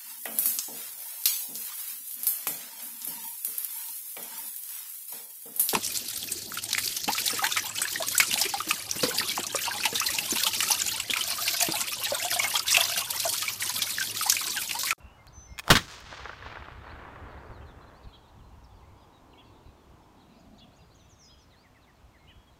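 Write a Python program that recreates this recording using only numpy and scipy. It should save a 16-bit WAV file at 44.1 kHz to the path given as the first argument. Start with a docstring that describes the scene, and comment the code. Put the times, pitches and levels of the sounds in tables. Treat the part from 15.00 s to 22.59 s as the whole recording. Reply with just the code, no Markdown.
"""On a grassy slope a few metres from the microphone, a flintlock pistol is fired once.
The lock rings in damped modes, a fizz and two short pops lead to pressure fronts and a low thump.
Trees and hillside scatter it back with ever less treble; far ridges return only a low roll.
Small birds twitter as frequency-swept tones; filtered noise makes a light wind rumble on the microphone,
a valley hush and a far-off rushing that dies away."""
import sys
import numpy as np
from scipy import signal
from scipy.io import wavfile
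from scipy.ndimage import uniform_filter1d

SR = 44100
rng = np.random.default_rng(int(sys.argv[2]) if len(sys.argv) > 2 else 0)


def persist_wave(psi):
    """Save psi, clipped to +-1, as 16-bit WAV."""
    counts = np.round(np.clip(psi, -1, 1) * 32767).astype(np.int16)
    wavfile.write(sys.argv[1], SR, np.atleast_2d(counts).T)


N = 334719
TIME = np.arange(N) / SR
SHOT_S = .704  # main front of the shot


def gain_of(db):
    """Logarithmic level: decibels to amplitude."""
    return 10 ** (np.asarray(db) / 20)


def evened(x):
    """Power normalisation: scales to rms 1."""
    return x / np.sqrt(np.mean(x ** 2) + 1e-20)


def read(points, hz):
    """Spectral interpolation: reads a spectrum table on a log-frequency axis."""
    f, value = np.transpose(points)
    return np.interp(np.log(hz + 1), np.log(f + 1), value)


def follow(curve):
    """Amplitude envelope: a dB curve as a gain for every sample."""
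    return gain_of(np.interp(TIME, *np.transpose(curve)))


def swell(s, half_s):
    """Gaussian envelope: a smooth rise and fall round time s."""
    return np.exp(-.5 * ((TIME - s) / half_s) ** 2)


def add(mix, s, sound):
    """Superposition: mixes a sound in at time s."""
    part = mix[max(round(s * SR), 0):][:len(sound)]
    part += sound[:len(part)]


def impulse(points, size=4096):
    """Minimum phase: the causal click of energy 1 that has this spectrum."""
    hz = abs(np.fft.fftfreq(size, 1 / SR))
    log_gain = np.log(gain_of(read(points, hz)))
    # the Hilbert transform of the log gain gives the phase
    click = np.fft.ifft(np.exp(np.conj(signal.hilbert(log_gain)))).real[:size // 2]
    return click / np.linalg.norm(click)


def colour(x, points):
    """Linear filtering: shapes a signal by the spectrum of a table."""
    return signal.oaconvolve(x, impulse(points))[:len(x)]


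def noise(points):
    """Random noise: a steady signal of rms 1 with this spectrum."""
    return evened(colour(rng.standard_normal(N), points))


def steadied(x, size):
    """Envelope normalisation: evens out swells slower than size samples."""
    return x / np.sqrt(abs(uniform_filter1d(x ** 2, size)) + 1e-12)


# shock fronts of the charge and their near reflections:
# (t/s, front peak level/dB, scattered roar level/dB, roar decay/s)
FRONTS = [(.7005, -24, -28, 0.0063), (.7025, -13, -10.5, 0.0069), (.7040, 1, -15.5, 0.013),
          (.7085, -5.5, -9.5, 0.016), (.7153, -9.5, -20.5, 0.0073), (.7225, -15, -28.5, 0.026)]
# the shot slapping back from things nearby: same columns
SLAPS = [(.7538, -4.5, -17, 0.019), (.7665, -32, -20.5, 0.0081), (.7705, -20, -16.5, 0.004),
         (.793, -19, -52.5, 0.022)]
# spectra of blast and slap: (f/Hz, relative level/dB)
BLAST_SPECTRUM = [(40, -10), (150, 0.5), (300, -10), (480, -12.5), (850, -11), (1100, -9.5), (1500, -8),
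                  (2000, -14.5), (2300, -17), (2800, -12.5), (3900, -15), (5500, -19.5), (9000, -26.5),
                  (15500, -30)]
SLAP_SPECTRUM = [(50, -15.5), (120, -5), (250, -6), (420, -19.5), (630, -27), (870, -10), (1650, -3.5),
                 (2700, -13), (3600, -7), (4300, -14), (6800, -19), (10400, -30), (15500, -30.5)]


def shocks(rows, spectrum, push_s):
    """Blast wave: each front is a pressure jump with a suction phase, trailed by dense scattered noise."""
    fronts, power = np.zeros(N), np.zeros(N)
    t = np.arange(SR // 4) / SR
    front = colour((1 - t / push_s) * np.exp(-t / push_s), spectrum)
    for s, front_db, roar_db, decay_s in rows:
        add(fronts, s, gain_of(front_db) * front / abs(front).max())
        add(power, s, (gain_of(roar_db) * np.exp(-t / decay_s)) ** 2)
    roar = np.sqrt(power) * steadied(noise(spectrum), size=200)
    return fronts + roar


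# the low push of the expanding gas: (t/s, f/Hz, level/dB, swell/s)
THUMPS = [(0.7053, 121.1, -16.5, .006), (.712, 37.85, -25.5, .012)]


def boom():
    """Gas expansion: a low thump and a slower, deeper heave, each a sine that swells and dies."""
    out, t = np.zeros(N), np.arange(SR // 4) / SR
    for s, hz, db, swell_s in THUMPS:
        envelope = t / swell_s * np.exp(1 - t / swell_s)
        add(out, s, -gain_of(db) * envelope * np.sin(2 * np.pi * hz * t))
    return out


def shudder(db=-24, decay_s=.045, rise_s=0.0027):
    """Exponential decay: bass noise lingers just after the blast."""
    age = np.maximum(TIME - SHOT_S, 0)
    spectrum = [(15, -6.0), (35, -6), (90, -3), (200, -1.0), (330, -7), (600, -20.5), (3000, -64)]
    bass = steadied(noise(spectrum), size=1200)
    return gain_of(db) * bass * np.exp(-age / decay_s) * (1 - np.exp(-age / rise_s))


# two short pops just before the loudest front: (t/s, level/dB, f/Hz, decay/s)
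EARLY_POPS = [(0.6805, -21, 1349, .0014), (.6924, -22, 851, .005)]


def fizz_and_pops(snap=0.87, snap_s=0.00064, fizz_db=-37, catch_s=0.026):
    """Noise and damped resonance: a fizz peaks at the shot; two pops have a snap and a brief hollow ring."""
    burning = np.exp(-abs(TIME - SHOT_S) / catch_s)
    fizz = noise([(200, -13), (700, 0.0), (2500, -15), (5000, -19.0), (9000, -21.5), (15000, -30)])
    out = gain_of(fizz_db) * burning * fizz
    t = np.arange(SR // 20) / SR
    for s, db, hz, decay_s in EARLY_POPS:
        spit = rng.standard_normal(len(t))
        spit = colour(spit, [(300, -6.5), (1500, 3.5), (4500, 5), (7000, -9.5), (15000, -17)])
        ring = np.exp(-t / decay_s) * np.sin(2 * np.pi * hz * t)
        add(out, s, gain_of(db) * (ring + snap * spit * np.exp(-t / snap_s)))
    return out


# clicks of the lock: (t/s, level/dB, relative share of bright steel scrape)
LOCK_CLICKS = [(0.269, -44.5, 1.3), (0.5804, -28.5, 0.28), (0.5894, -22.5, 1), (0.5904, -47, .15),
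               (0.5952, -22.5, 1.35), (0.598, -25, 0.33), (.639, -37.5, .2), (1.003, -47, 2.8)]
# what the lock rings with: (f/Hz, relative level/dB, 60 dB decay/s)
LOCK_MODES = [(1175, -22, .015), (1760, -9.5, 0.022), (2100, -21.5, 0.014), (2300, -9.5, .025),
              (2490, -4, .025), (3300, -3.5, 0.015), (3620, -9, .012), (5350, -12, 0.022),
              (6680, -11.5, 0.019)]


def lock(scrape_s=0.00069, rattle=0.14, rattle_s=0.007):
    """Modal vibration: sear, flint and frizzen click with a steel scrape and a short damped ring."""
    out, t = np.zeros(N), np.arange(SR // 10) / SR
    ring = np.zeros(len(t))
    for hz, db, t60 in LOCK_MODES:
        ring += gain_of(db - 60 * t / t60) * np.sin(2 * np.pi * hz * t)
    for s, db, bright in LOCK_CLICKS:
        decay = np.exp(-t / scrape_s) + rattle * np.exp(-t / rattle_s)
        scrape = rng.standard_normal(len(t)) * decay
        add(out, s, gain_of(db) * (0.35 * ring + 0.58 * bright * scrape))
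    return colour(out, [(300, -13.5), (1200, 3.0), (7000, 0.0), (10500, -3.5), (14500, -3.5)])


# single echoes from the edge of the wood: (t/s, peak level/dB)
ECHOES = [(1.062, -38.5), (1.126, -31.5), (1.139, -34), (1.177, -52), (1.195, -32.5), (1.256, -24),
          (1.295, -26), (1.332, -32), (1.425, -32), (1.463, -30.5), (1.557, -30.5), (1.571, -29),
          (1.624, -32.5), (1.685, -30), (1.844, -37), (2.051, -36), (2.16, -37), (2.502, -40),
          (2.612, -43.5)]
# spectrum of one echo: (f/Hz, relative level/dB)
ECHO_SPECTRUM = [(150, -16), (450, 5), (1000, 9.5), (1700, 6), (2600, -5.5), (5000, -29.5), (9000, -55),
                 (15000, -54)]


def echoes(smear=0.17, smear_s=0.0054, lead_s=0.0017):
    """Discrete reflection: prominent trees and banks each return a dull crack, smeared by branches."""
    out, t = np.zeros(N), np.arange(-SR // 100, SR // 25) / SR
    # branches before and behind the main reflection
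    branches = np.exp(-abs(t) / np.where(t < 0, lead_s, smear_s))
    for s, peak_db in ECHOES:
        reflection = (t == 0) + smear * rng.standard_normal(len(t)) * branches
        crack = colour(reflection, ECHO_SPECTRUM)
        add(out, s + t[0], gain_of(peak_db) * crack / abs(crack).max())
    return out


# stands of trees that scatter the shot back, nearest first:
# (arrival t/s, level/dB, rise/s, hold/s, fade/(dB per s))
STANDS = [(0.758, -51, .02, 0.032, 70), (0.867, -49.5, 0.039, 0.039, 66), (1.023, -48, 0.1, 0.11, 24),
          (1.414, -46.5, .04, 0.071, 65), (1.622, -52, .03, .05, 40), (1.808, -48.5, 0.066, 0.024, 39),
          (1.968, -51.5, 0.045, 0.35, 18), (2.75, -60.5, 0.072, .15, 67)]


def stands():
    """Power addition: each stand answers at its edge, holds while the sound crosses it, then fades."""
    power = np.zeros(N)
    for s, db, rise_s, hold_s, fade_db in STANDS:
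        past_s = np.maximum(TIME - s - rise_s - hold_s, 0)
        rise = np.clip((TIME - s) / rise_s, 0, 1)
        power += (rise * gain_of(db - fade_db * past_s)) ** 2
    return np.sqrt(power)


# spectrum of the hillside before absorption by the air: (f/Hz, relative level/dB)
HILL_SPECTRUM = [(120, -25), (350, -11), (650, -11.5), (1000, -3), (1700, -2), (2400, -4), (3600, -1),
                 (6500, -0.5), (10000, -9.5), (15500, -7)]


def hillside(absorb_db=5.0, absorb_power=1.16, spread_db=-0.5, clump_db=1.0, trunks_per_s=2500):
    """Multiple scattering: thousands of tiny tree echoes; the air takes more treble on longer paths."""
    signs = rng.choice([-1., 1.], N)
    present = rng.random(N) < trunks_per_s / SR
    taps = signs * present * gain_of(spread_db * np.minimum(rng.exponential(1, N), 4))
    clumps = evened(uniform_filter1d(rng.standard_normal(N), size=300))
    # clumping weakens with delay beyond one second
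    clump_gain = gain_of(clump_db * clumps / np.maximum(TIME - SHOT_S, 1))
    taps = steadied(taps * clump_gain, size=2500)
    hz, t, z = signal.stft(taps, SR, nperseg=256)
    path_s = np.maximum(t - SHOT_S, 0)
    absorbed = absorb_db * path_s * (hz[:, None] / 1000) ** absorb_power
    shape = gain_of(read(HILL_SPECTRUM, hz)[:, None] - absorbed)
    # the middle band keeps its power, so the stands alone set the level there
    middle = (hz > 600) & (hz < 2500)
    shape /= np.sqrt((shape[middle] ** 2).sum(0) / len(hz))
    return signal.istft(z * shape, SR)[1][:N] * stands()


def crackle(db=6.0, per_s=45, spread_db=2.5):
    """Sparse scattering: single trunks stand out of each stand's scatter as small dull cracks."""
    present = rng.random(N) < per_s / SR
    sizes = gain_of(spread_db * np.minimum(rng.exponential(1, N), 3)) * present
    cracks = colour(sizes * stands(), ECHO_SPECTRUM)
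    return gain_of(db) * cracks / abs(impulse(ECHO_SPECTRUM)).max()


# broad returns from the far ridges: (t/s, half length/s, level/dB before the roll's overall gain)
RIDGES = [(1.0, 0.085, -62), (1.578, 0.11, -62), (2.156, 0.29, -53.5), (2.6, 0.33, -56), (4.4, 0.76, -62),
          (5.848, 0.18, -66)]
# spectrum of these returns: (f/Hz, relative level/dB)
ROLL_SPECTRUM = [(60, -11.5), (130, -0.5), (230, -3), (400, 0), (700, -6.5), (1200, -23), (3000, -52.5)]
# the last, hollow swells from the farthest ridges: (t/s, half length/s, f/Hz, bandwidth/Hz, level/dB)
SWELLS = [(3.81, 0.75, 920, 329.4, -63), (4.35, 0.36, 976, 258.6, -66), (5.093, 0.19, 914, 292.4, -64.5),
          (4.703, 0.66, 302.4, 131.6, -64.5), (5.454, 0.19, 215, 89.4, -58), (5.55, 0.22, 683, 150.8, -65),
          (5.801, 0.2, 130.5, 70.6, -62)]


def roll(db=-1.0):
    """Low-pass reflection: far ridges return the low part of the shot, and a few hollow band-passed swells."""
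    power = sum((gain_of(ridge_db) * swell(s, half_s)) ** 2 for s, half_s, ridge_db in RIDGES)
    out = gain_of(db) * noise(ROLL_SPECTRUM) * np.sqrt(power)
    for s, half_s, hz, width, swell_db in SWELLS:
        edges = [hz - width / 2, hz + width / 2]
        band = signal.butter(2, edges, "band", fs=SR, output="sos")
        hollow = evened(signal.sosfilt(band, rng.standard_normal(N)))
        out += gain_of(swell_db) * hollow * swell(s, half_s)
    return out


def syllable(length, pitches, buzz, buzz_depth=.1, buzz_hz=170):
    """Frequency modulation: a whistled glide through three pitches; buzz is a fast flutter of its pitch."""
    u = np.linspace(0, 1, max(int(length * SR), 64))
    hz = np.polyval(np.polyfit([0, .5, 1], pitches, 2), u)
    jitter = evened(uniform_filter1d(rng.standard_normal(SR // 2), size=60))[:len(u)]
    flutter = np.sin(2 * np.pi * buzz_hz * length * u) + jitter
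    turns = np.cumsum(hz * (1 + buzz_depth * buzz * flutter)) / SR
    return np.sqrt(2 * abs(np.sin(np.pi * u))) * np.sin(2 * np.pi * turns)


# pitch at start, middle and end of each kind of note, as multiples of its own pitch
CHIRP_SHAPE = [.89, 1, .86]
SLUR_SHAPE = [1, .86, .74]
RISE_SHAPE = [.87, 1, 1.12]
PEAK_SHAPE = [.74, 1, .81]
BUZZ_SHAPE = [1.02, 1, .98]
# a whistle settles from just above its pitch
WHISTLE_SHAPE = [1.008, 1, 1.002]
# note levels below are before the birds' overall gain
# arched chirps in two voices at once: (t/s, length/s, upper f/Hz, upper level/dB, lower level/dB)
CHIRPS = [(2.607, .037, 3180, -67, -66), (2.808, .037, 4110, -69, -73), (2.86, 0.037, 4150, -70.5, -83),
          (3.126, 0.044, 3980, -62.5, -59.5), (4.374, 0.048, 3380, -59, -64),
          (5.604, 0.049, 3460, -59.5, -64), (6.291, 0.065, 3310, -63.5, -82),
          (7.272, 0.054, 3050, -58, -66)]
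LOWER_VOICE = .84  # pitch of the second voice against the first
# falling slurs: (t/s, length/s, start f/Hz, level/dB)
SLURS = [(2.515, .085, 4750, -71), (2.655, .075, 4400, -68.5), (3.275, .035, 4650, -70),
         (3.383, .04, 3600, -71), (3.638, .02, 6200, -65.5), (3.801, .015, 3150, -72),
         (4.0, .06, 4200, -73), (4.433, .045, 4800, -75), (4.557, .05, 4150, -76), (5.2, .04, 4500, -69),
         (6.091, .06, 7300, -64.5), (6.19, .075, 6450, -60), (6.234, .06, 7450, -66.5),
         (6.385, .07, 6700, -68.5), (6.5, .055, 4450, -68), (6.525, .04, 2250, -68),
         (6.635, .045, 2350, -66), (6.745, .045, 2300, -66), (6.815, .045, 4450, -70),
         (6.87, .045, 2300, -66), (7.135, .05, 2280, -66), (7.29, .045, 2200, -66)]
# rising notes: (t/s, length/s, middle f/Hz, level/dB)
RISES = [(.274, .016, 4500, -56.5), (1.895, 0.031, 4170, -61.5), (2.37, 0.025, 4000, -72),
         (2.445, 0.049, 4620, -75), (2.935, 0.062, 4380, -71.5), (6.276, 0.053, 3850, -66.5),
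         (6.55, 0.093, 4450, -70)]
# held whistles: (t/s, length/s, f/Hz, level/dB)
WHISTLES = [(.06, 0.15, 2910, -71.5), (.179, 0.049, 2100, -63.5), (.326, .155, 6090, -55.5),
            (.45, 0.091, 6030, -67.5), (.46, .12, 5350, -69), (.465, 0.13, 2120, -64.5),
            (3.97, 0.082, 4860, -77), (3.826, .032, 2070, -71), (4.345, 0.063, 2235, -67),
            (4.442, 0.068, 2700, -73.5), (5.013, 0.045, 5300, -78), (5.782, 0.1, 4830, -72),
            (6.14, 0.12, 6450, -73), (6.183, .11, 2150, -75), (6.24, 0.12, 5050, -61),
            (6.316, 0.1, 3260, -73), (7.19, 0.087, 2143, -69.5), (7.28, .18, 3305, -72.5),
            (7.469, 0.036, 3285, -66.5)]
# buzzy notes: (t/s, length/s, f/Hz, level/dB, buzz 0-1)
BUZZES = [(3.028, 0.034, 4200, -65.5, .6), (3.069, .05, 4200, -72, 0.33), (4.125, 0.069, 3826, -70, .2),
          (4.331, 0.014, 2830, -60.5, 0.5), (5.58, 0.0343, 4140, -60, 1), (5.781, 0.033, 2750, -68, 0.5),
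          (5.966, .11, 6050, -71.5, 0.2), (6.225, 0.054, 5680, -65.5, 0.7)]
# a quick trill of like notes
TRILL_S, TRILL_STEP_S, TRILL_NOTE_S, TRILL_HZ, TRILL_DB = 0.0031, .0187, 0.0125, 2765, -61.5
# one figure of the warble: (delay/s, length/s, f/Hz, level/dB against the warble, shape)
FIGURE = [(0, .048, 4270, -2, RISE_SHAPE), (.042, .029, 6850, 2, PEAK_SHAPE),
          (.088, .038, 4400, 0, SLUR_SHAPE)]
# the figure repeats, each time louder by the growth
WARBLE_S, WARBLE_STEP_S, WARBLE_DB, WARBLE_GROWTH_DB = 5.346, .185, -75.5, 2.5


def notes(chirp_buzz=0.14, glide_buzz=.15, whistle_buzz=.03):
    """Tone sequence: every near bird note as (t/s, length/s, f/Hz, level/dB, shape, buzz)."""
    for s, length, hz, upper_db, lower_db in CHIRPS:
        yield s, length, hz, upper_db, CHIRP_SHAPE, chirp_buzz
        yield s, length, hz * LOWER_VOICE, lower_db, CHIRP_SHAPE, chirp_buzz
    kinds = [(SLURS, SLUR_SHAPE, glide_buzz), (RISES, RISE_SHAPE, glide_buzz),
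             (WHISTLES, WHISTLE_SHAPE, whistle_buzz)]
    for rows, shape, buzz in kinds:
        for s, length, hz, db in rows:
            yield s, length, hz, db, shape, buzz
    for s, length, hz, db, buzz in BUZZES:
        yield s, length, hz, db, BUZZ_SHAPE, buzz
    for k in range(6):
        yield TRILL_S + k * TRILL_STEP_S, TRILL_NOTE_S, TRILL_HZ, TRILL_DB, CHIRP_SHAPE, chirp_buzz
    for k in range(4):
        start_s = WARBLE_S + k * WARBLE_STEP_S
        warble_db = WARBLE_DB + k * WARBLE_GROWTH_DB
        for delay, length, hz, db, shape in FIGURE:
            yield start_s + delay, length, hz, warble_db + db, shape, chirp_buzz


def birds(db=1.5, wet_db=-10, ring_s=0.083, far_db=-81):
    """Reverberation: near birds, a faint twitter of farther ones, and their soft return from the trees."""
    near, far = np.zeros(N), np.zeros(N)
    for s, length, hz, level_db, shape, buzz in notes():
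        add(near, s, gain_of(db + level_db) * syllable(length, hz * np.array(shape), buzz))
    for when, span, height, arch, fall, loud in rng.random(size=(110, 6)):
        pitches = 2500 * 2 ** height * np.array([1, .85 + .2 * arch, .72 + .34 * fall])
        note = syllable(.03 + .05 * span, pitches, .2)
        add(far, when * N / SR, gain_of(far_db + 7 * loud) * note)
    t = np.arange(SR // 2) / SR
    trees = rng.standard_normal(len(t)) * np.exp(-t / ring_s)
    trees /= np.linalg.norm(trees)
    # far birds arrive as much through the trees as directly
    returned = signal.oaconvolve(gain_of(wet_db) * near + far, trees)[:N]
    return near + far + returned


# strength of the breeze before its eddies: (t/s, level/dB)
BREEZE = [(0, -59), (1.0, -56.5), (1.6, -53), (2.7, -53), (3.2, -57.5), (3.65, -53), (4.2, -62.5),
          (5.2, -63), (5.8, -60), (6.8, -66), (7.15, -60.5), (7.59, -64)]
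# gusts that strike the microphone: (t/s, level/dB)
GUSTS = [(.058, -44.5), (.286, -51), (.39, -46.5), (0.521, -43), (1.1, -50.5), (1.23, -44), (1.47, -46),
         (1.61, -45), (1.94, -47), (2.245, -41), (2.36, -47), (2.51, -42), (3.07, -42), (3.53, -49),
         (4.681, -46.5), (4.93, -50.5), (7.05, -52.5), (7.38, -50.5)]
# spectra of the wind and of the valley's hush: (f/Hz, relative level/dB)
WIND_SPECTRUM = [(15, -14.5), (35, -5.5), (65, 2.5), (110, -5.5), (180, -18), (350, -27.5), (1000, -58.5),
                 (4000, -88)]
AIR_SPECTRUM = [(59, -33.5), (100, -2), (173, -5.5), (301, -8), (511, -13.5), (659, -10.5), (814, -11),
                (1030, -11.5), (1820, -20.5), (3030, -22.5), (4930, -27.5), (6770, -28.5), (10300, -36),
                (14800, -34), (15800, -41)]


def wind(air_db=-61.5, eddy_db=3.0, gust_s=0.015):
    """Turbulence: an eddying breeze and brief gusts buffet the microphone over the valley's steady hush."""
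    eddies = uniform_filter1d(rng.standard_normal(N), size=2000)
    eddies = evened(uniform_filter1d(eddies, size=1000))
    power = (follow(BREEZE) * gain_of(eddy_db * eddies)) ** 2
    for s, gust_db in GUSTS:
        power += (gain_of(gust_db) * swell(s, gust_s)) ** 2  # gust_s is a half length
    rumble = steadied(noise(WIND_SPECTRUM), size=2000) * np.sqrt(power)
    return rumble + gain_of(air_db) * noise(AIR_SPECTRUM)


# spectrum of the distant rushing: (f/Hz, relative level/dB)
RUSH_SPECTRUM = [(150, -26), (450, -5), (850, 1), (1400, -3), (2200, -17.5), (5000, -40.5)]


def rush(db=-60.5, half_s=0.66):
    """Filtered noise: a soft far-off rushing, fading from the start."""
    return gain_of(db) * noise(RUSH_SPECTRUM) * swell(0, half_s)


def scene():
    """Superposition: the shot and its lock, then the landscape's answer among birds and wind."""
    charge = shocks(FRONTS, BLAST_SPECTRUM, push_s=0.00025) + boom() + shudder()
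    slaps = shocks(SLAPS, SLAP_SPECTRUM, push_s=0.000083)
    shot = charge + slaps + fizz_and_pops() + lock()
    # the scattered return fades in with the nearest trees and out with the farthest
    returning = np.interp(TIME, [.74, .8, 6.4, 7.2], [0, 1, 1, 0])
    landscape = returning * (hillside() + crackle() + roll()) + echoes()
    return (shot + landscape + birds() + wind() + rush())[None]


def record(dry, edge_hz=15850):
    """Clipping and band limiting: peaks beyond full scale are cut off, then the top treble is removed."""
    low_pass = signal.firwin(511, edge_hz, window=("kaiser", 9), fs=SR)
    return signal.oaconvolve(np.clip(dry, -1, 1), low_pass[None], "same")


dry = scene()
out = record(dry)
persist_wave(out)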